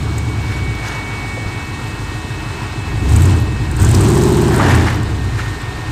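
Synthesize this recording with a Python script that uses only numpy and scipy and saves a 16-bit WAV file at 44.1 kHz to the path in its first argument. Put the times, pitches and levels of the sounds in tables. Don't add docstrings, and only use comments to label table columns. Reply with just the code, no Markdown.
import sys
import numpy as np
from scipy import signal
from scipy.io import wavfile
from scipy.ndimage import uniform_filter1d

SR = 44100
rng = np.random.default_rng(int(sys.argv[2]) if len(sys.argv) > 2 else 0)


def undo_db(level):
    steps = np.asarray(level, float) / 20
    return 10 ** steps


def to_wav(s):
    ch = np.atleast_2d(s).T
    pcm = np.round(np.clip(ch, -1, 1) * 32767)
    wavfile.write(sys.argv[1], SR, pcm.astype(np.int16))


N = 260631


def rms_one(x):
    return x / np.sqrt(np.mean(x ** 2) + 1e-20)


def in_time(rows):
    s, *columns = np.transpose(rows)
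    return [np.interp(np.arange(N) / SR, s, column) for column in columns]


def evened(x, span_s):
    return x / np.sqrt(uniform_filter1d(x ** 2, size=int(span_s * SR)) + 1e-12)


def drift(rate):
    r = np.exp(-80 * np.pi * rate / SR)
    noise = rng.standard_normal(N // 40 + 2002)
    slow = signal.lfilter([1], [1, -2 * r, r * r], noise)[2000:]
    return np.interp(np.arange(N) / 40, np.arange(len(slow)), rms_one(slow))


def released(db, db_per_s):
    fall_db = db_per_s * np.arange(N) / SR
    return np.maximum.accumulate(db + fall_db) - fall_db


def filtered(x, order, hz, kind):
    return signal.sosfilt(signal.butter(order, hz, kind, fs=SR, output="sos"), x)


def twice_resonant(x, hz, width):
    r = np.exp(-np.pi * width / SR)
    b = [(1 - r * r) / 2, 0, (r * r - 1) / 2]
    a = [1, -2 * r * np.cos(2 * np.pi * hz / SR), r * r]
    return signal.lfilter(b, a, signal.lfilter(b, a, x))


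def coloured(x, spectrum, patchy_db):
    hz, db = np.transpose(spectrum)
    edges = hz[0] * 2 ** np.arange(0, np.log2(hz[-1] / hz[0]) + 1 / 9, 1 / 3)
    out, together = 0, drift(10.4)
    for k, (low, high) in enumerate(zip(edges, edges[1:])):
        band = filtered(x[k % len(x)], 2, [low, high], "band")
        level_db = np.interp(np.log(low * high) / 2, np.log(hz), db)
        out = out + band * undo_db(level_db + patchy_db * (0.63 * together + drift(24)))
    return rms_one(out)


def spurts(rows):
    jet = rms_one(np.diff(rng.standard_normal(N + 1)))
    top = rms_one(filtered(jet, 2, [10000, 13600], "band"))
    out, t = np.zeros(N), np.arange(1400) / SR
    burst = t / .002 * np.exp(1 - t / .002)
    linger = .22 * (1 - np.exp(-t / .001)) * np.exp(-t / .012)
    for s, db, hz, top_db in rows:
        span = slice(int(s * SR), int(s * SR) + len(t))
        body = rms_one(twice_resonant(jet[span], hz, 2100))
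        out[span] += undo_db(db - 14.5) * (burst + linger) * (body + undo_db(top_db + 13.5) * top[span])
    return out


def forest(x):
    # (delay [ms], level [dB])
    echoes = [
        (23, -11),
        (41, -14),
        (67, -7.5),
        (95, -34),
    ]
    dull = filtered(x, 1, 3000, "low")
    return sum(undo_db(db) * np.pad(dull, (int(ms * SR / 1000), 0))[:N] for ms, db in echoes)


def rumble():
    shake = rms_one(twice_resonant(rng.standard_normal(N), 46, 22))
    return undo_db(-45.5 + 1.4 * drift(6.1)) * shake


def thuds():
    # (time [s], peak [dB])
    drops = [
        (1.459, -10.5),
    ]
    out, t = np.zeros(N), np.arange(int(.011 * SR)) / SR
    push = np.sin(2 * np.pi * t / t[-1]) * np.sin(np.pi * t / t[-1])
    for s, db in drops:
        out[int(s * SR):int(s * SR) + len(t)] -= undo_db(db) * push
    return out


def pump():
    # (time [s], tooth rate [Hz], level [dB], lag of the ground bounce [ms], tilt [dB per multiple])
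    whine = [(0, 375, -4, 1.33, 0), (.55, 374.5, 0, 1.3, 0), (1.1, 373.7, 4, 1.29, 0),
             (1.55, 373.2, 1, 1.26, 0), (2.0, 372.5, -2.5, 1.18, .6), (3.65, 372.5, -2.5, 1.17, 0),
             (3.8, 372, -10, 1.17, 0), (4.9, 369.5, -11, 1.17, -3), (5.03, 369, -7, 1.17, -4.5),
             (5.91, 367, -4.5, 1.17, -4.5)]
    # (multiple of the tooth rate, level [dB])
    steady_lines = [(2, -47), (3, -46), (8, -53), (10, -52.5), (11, -50.5)]
    main_lines = [(5, -40), (6, -38.5), (7, -43)]   # (multiple, level [dB])
    bounce = .7
    hz, level_db, lag_ms, tilt_db = in_time(whine)
    phase = 2 * np.pi * np.cumsum(hz) / SR
    gains = [(k, undo_db(db)) for k, db in steady_lines]
    for k, db in main_lines:
        comb = np.abs(1 + bounce * np.exp(2j * np.pi * k * hz * lag_ms / 1000))
        gains.append((k, undo_db(db + level_db + tilt_db * (k - 6)) * comb))
    return sum(np.sqrt(2) * gain * undo_db(1.3 * drift(6)) * np.sin(k * phase) for k, gain in gains)


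def engine_bay(cycles, load_db):
    # (frequency [Hz], density [dB per Hz])
    whir = [(430, -1), (560, -9.5), (760, -0.5), (1000, 1.5), (1300, -4), (1600, -0.5), (2000, -7),
            (2600, -5.5), (3300, -12.5), (4200, -10), (6000, -21.5)]
    idle_db, follows = -29, 0.69
    throb = 1 + 0.033 * np.cos(16 * np.pi * cycles)
    air = coloured(rng.standard_normal((2, N)), whir, patchy_db=1.18)
    return undo_db(idle_db + follows * load_db - 3.0) * throb * air


def squirts():
    # (time [s], peak [dB], centre [Hz])
    wet = [(0.1805, -14, 7400), (.7497, -23, 4560), (.8829, -16.5, 6000), (3.947, -5.5, 5140),
           (4.2123, -17, 5120), (4.345, -16, 4940), (4.5408, -14, 4650), (4.714, -22, 5750),
           (4.8224, -28, 5300), (4.8653, -21, 5560), (4.9432, -19, 5430), (5.03, -20.5, 7350),
           (5.6156, -25, 7670)]
    return spurts([(s, db, hz, -24) for s, db, hz in wet])


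def grinding():
    # (time [s], level [dB], hold [s], extra level of the bright fizz [dB])
    grinds = [
        (0.517, -35, .01, 12),
        (0.876, -30, 0.0089, 9),
        (.95, -38, 0.29, 2.5),
        (4.565, -22.5, 0.076, -5),
        (4.673, -21.5, 0.052, 6),
        (4.874, -22, 0.0098, 6.5),
        (5.38, -36, 0.13, 10.5),
    ]
    # (frequency [Hz], density [dB per Hz])
    grit = [(290, -15), (500, -7), (883, -2.5), (1220, -6.5), (1480, -2.5), (2890, -20.5), (6110, -27),
            (8070, -35), (9000, -29), (11700, -43), (19800, -120)]
    rise_db_per_s, fall_db_per_s = 110, 129
    sizes = undo_db(3.5 * np.minimum(rng.exponential(1, (2, N)), 5)) * rng.choice([-1, 1], (2, N))
    grains_per_s = 5000 * undo_db(2 * drift(30))
    struck = rng.random((2, N)) < grains_per_s / SR
    grains = coloured(sizes * struck + 1e-9, grit, patchy_db=1.8)
    fizz = filtered(grains, 2, 1900, "high")
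    out, t = np.zeros(N), np.arange(N) / SR
    for s, db, hold_s, fizz_db in grinds:
        fade_db = rise_db_per_s * np.maximum(s - t, 0) + fall_db_per_s * np.maximum(t - s - hold_s, 0)
        out += undo_db(db - 0.5 - fade_db) * (grains + (undo_db(fizz_db) - 1) * fizz)
    return out


def knocks():
    # (time [s], peak [dB], pitch [Hz])
    stones = [
        (0.679, -18, 2240),
        (0.945, -25, 2240),
        (1.364, -8, 468.5),
        (4.542, -14, 770),
        (4.592, 5.5, 920),
        (4.629, -2, 870),
        (4.679, -5, 450),
        (4.829, -4, 790),
        (4.87, -2, 900),
        (5.388, -1, 1500),
    ]
    out, t = np.zeros(N), np.arange(1800) / SR
    for s, db, hz in stones:
        blow = rng.standard_normal(len(t)) * t * np.exp(-t / 0.0059)
        hit = twice_resonant(blow, hz, 0.59 * hz)
        out[int(s * SR):int(s * SR) + len(t)] += undo_db(db - 13.0) * hit / np.abs(hit).max()
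    return out


def leak(cycles, load_db):
    # (frequency [Hz], density [dB per Hz])
    hiss_colour = [(1760, -60), (3000, -1), (4110, -1), (4530, -5.5), (5100, -2.5), (6080, 2), (6660, -7.5),
                   (8510, 3.5), (9650, -14.5), (12900, -11.5), (16000, -25)]
    # (time [s], peak [dB])
    spits = [(3.0924, -15), (3.121, -14), (3.135, -16), (3.1604, -6), (3.1976, -20.5), (3.219, -13),
             (3.2326, -15), (3.2532, -9), (3.7121, -18), (3.7642, -18), (3.7976, -12), (3.816, -12),
             (3.846, -4.5), (3.8864, -11), (3.911, -9), (3.9457, -7.5), (4.0084, -8), (4.0851, -13),
             (4.1011, -21.5), (4.1445, -19), (4.1535, -14.5), (4.1696, -25), (4.2198, -20), (4.2344, -10),
             (4.286, -15.5), (4.368, -18.5), (4.4119, -22), (4.559, -11), (4.5775, -18), (4.7504, -12)]
    idle_db, follows = -43.5, 1.3
    spit_hz, spit_spread_hz, spit_top_db = 7880, 340, -31
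    faint_db, faint_spread_db = -21, 4
    gate = 1 + .4 * np.cos(16 * np.pi * cycles) * np.clip(load_db / 6, 0, 1)
    gas = coloured(rng.standard_normal((2, N)), hiss_colour, patchy_db=1.0)
    hiss = undo_db(idle_db + follows * load_db + 1.5) * gate * gas
    every_second_firing = np.flatnonzero(np.diff(np.floor(4 * cycles)))
    luck = rng.standard_normal((300, 4))
    faint = []
    for i, (a, b) in zip(every_second_firing, luck[:, 2:]):
        if load_db[i] > 0:
            below_full_db = 2 * (load_db[i] - load_db.max())
            faint.append((i / SR + 0.013 * a, faint_db + faint_spread_db * b + below_full_db))
    jets = [(s, db, spit_hz + spit_spread_hz * a, spit_top_db - db / 2 + 3.4 * b)
            for (s, db), (a, b) in zip(list(spits) + faint, luck[:, :2])]
    return hiss + spurts(jets)


def racing(per_s):
    return np.clip((per_s - 11.96) / 2.4, 0, 1)


def orders(cycles, per_s, effort_db):
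    firing_orders = [-3, -5, 4, -8, -4, 7, -1, -1, 5, 2, 3, -5, 2, 1, 2, -3, -1, 0, 1, -2, -2, 5, 0, 0, 4,
                     0, -1, -2, -3, -1, -3, -2, -1, -2]
    # (frequency [Hz], level [dB])
    pipe = [(25, -19), (45, -14), (62, -9), (78, -9), (92, -6), (108, -3), (125, -7), (145, -10),
            (170, -17), (200, -13), (240, -16), (290, -20), (350, -15), (410, -18), (470, -29)]
    # (orders, idle [dB], dB per dB of effort over idle, ceiling [dB], change when racing [dB])
    shifts = [((8,), 2.5, .25, 6.5, -13),
              ((3, 5, 11), -3, .8, 2.5, -1),
              ((9, 10, 24, 27), -8, .42, 0, 6.5)]
    idle_effort_db = -24.5
    race = racing(per_s)
    parts, power = np.zeros((2, N)), np.full((2, N), 1e-12)
    pipe_hz, pipe_db = np.transpose(pipe)
    for k, order_db in enumerate(firing_orders, start=3):
        level_db = np.interp(k * per_s, pipe_hz, pipe_db, right=-60) + order_db
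        for members, idle_db, follows, ceiling_db, racing_db in shifts:
            if k in members:
                effort_shift_db = idle_db + follows * (effort_db - idle_effort_db)
                level_db = level_db + np.minimum(effort_shift_db, ceiling_db) + racing_db * race
        turns = k * cycles + rng.random() + .0045 * (1 - .8 * race) * k * drift(3)
        flicker = undo_db(2.2 * (1 - .6 * race) * drift(3.5))
        high = np.clip((k * per_s - 165) / 20, 0, 1)
        gain = np.array([1 - high, high]) * undo_db(level_db)
        parts += gain * flicker * np.sin(2 * np.pi * turns)
        power += gain ** 2 / 2
    return parts / np.sqrt(power)


def puffs(cycles, per_s):
    # (bank [0-1], strength [dB])
    cylinders = [(0.1, -7.5), (1, -25), (0.91, -9), (0, -14.5), (1, -14.5), (0, -3.5), (0, -5), (0.97, -6)]
    # (frequency [Hz], width [Hz], level [dB])
    boom_modes = [(112.3, 19.5, 6), (118, 14.6, -2)]
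    # (frequency [Hz], width [Hz], level [dB])
    bark_modes = [(233, 58, 4.5), (309.5, 36, 8), (402.6, 69.4, 3.5)]
    # (frequency [Hz], width [Hz], level [dB])
    roar_modes = [(485, 184, 2.5), (880, 340, 6.5), (1110, 430, -4)]
    bank_lag_ms, misfire_db, jitter = 3.79, 4.5, 0.048
    bank, strength_db = np.transpose(cylinders)
    at = np.flatnonzero(np.diff(np.floor(8 * cycles)))
    which = np.arange(len(at)) % 8
    luck = rng.standard_normal((len(at), 2))
    late_s = bank[which] * bank_lag_ms / 1000 + jitter * luck[:, 0] / per_s[at] / 8
    train = 0.052 * rng.standard_normal(N)
    puff_at = np.clip(at + (late_s * SR).astype(int), 0, N - 1)
    train[puff_at] = undo_db(strength_db[which] + misfire_db * luck[:, 1])
    rung = []
    for modes in (boom_modes, bark_modes, roar_modes):
        ring = sum((-1) ** k * undo_db(db) * twice_resonant(train, hz, 1.61 * width)
                   for k, (hz, width, db) in enumerate(modes))
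        rung.append(evened(ring, 0.16))
    return rung


def exhaust(cycles, per_s, effort_db):
    race = racing(per_s)
    low, high = orders(cycles, per_s, effort_db)
    boom, bark, roar = puffs(cycles, per_s)
    boom_db = effort_db - 4.5 * race
    sing_db = released(1.55 * np.maximum(per_s - 9.97, 0), 7)
    bark_gain = np.hypot(undo_db(effort_db - 12.5 + sing_db), undo_db(-35.5))
    clean = np.clip((per_s - 5) / 10.3, .1, .96)
    deep = .96 * low + .22 * (1 - .6 * race) * boom
    upper = np.sqrt(clean) * high + np.sqrt(1 - clean) * bark + undo_db(-13.0) * roar
    return undo_db(2.0) * (undo_db(boom_db) * deep + bark_gain * upper)


def scene():
    # (time [s], four-stroke cycles [per s])
    speed = [(0, 9.4), (.35, 9.2), (.75, 7.25), (1.3, 6.75), (2.0, 6.46), (2.88, 6.3), (3.03, 7.3),
             (3.29, 12.0), (3.5, 8.0), (3.66, 6.6), (3.8, 7.7), (4.1, 14.3), (4.26, 15.15), (4.54, 14.1),
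             (4.72, 10.8), (5.0, 9.5), (5.39, 6.85), (5.78, 4.85)]
    # (time [s], level [dB])
    effort = [(0, -21), (.7, -21), (.82, -27.5), (2.83, -26), (2.93, -21), (3.07, -15), (3.13, -11),
              (3.29, -12), (3.55, -20), (3.76, -19), (3.81, -10), (4.0, -9), (4.8, -12), (4.9, -16.5),
              (5.25, -21.5), (5.34, -23.5), (5.82, -28.5), (5.91, -22.5)]
    per_s = uniform_filter1d(in_time(speed)[0], size=SR // 14, mode="nearest")
    cycles = np.cumsum(per_s) / SR
    effort_db = in_time(effort)[0]
    load_db = released(np.maximum(effort_db + 17.5, 0), 40)
    sharp = leak(cycles, load_db) + grinding() + knocks() + squirts()
    background = forest(sharp) + rumble() + thuds()
    engine = pump() + engine_bay(cycles, load_db) + exhaust(cycles, per_s, effort_db)
    return (background + engine + sharp)[None]


def top_cut(x):
    return signal.sosfilt(signal.butter(12, 16110, fs=SR, output="sos"), x)


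def record(dry):
    rounded = 1.203 * np.tanh(dry / 1.19)
    cut = signal.cheby2(10, 50, 16300, fs=SR, output="sos")
    return top_cut(signal.sosfilt(cut, rounded))


dry = scene()
out = record(dry)
to_wav(out)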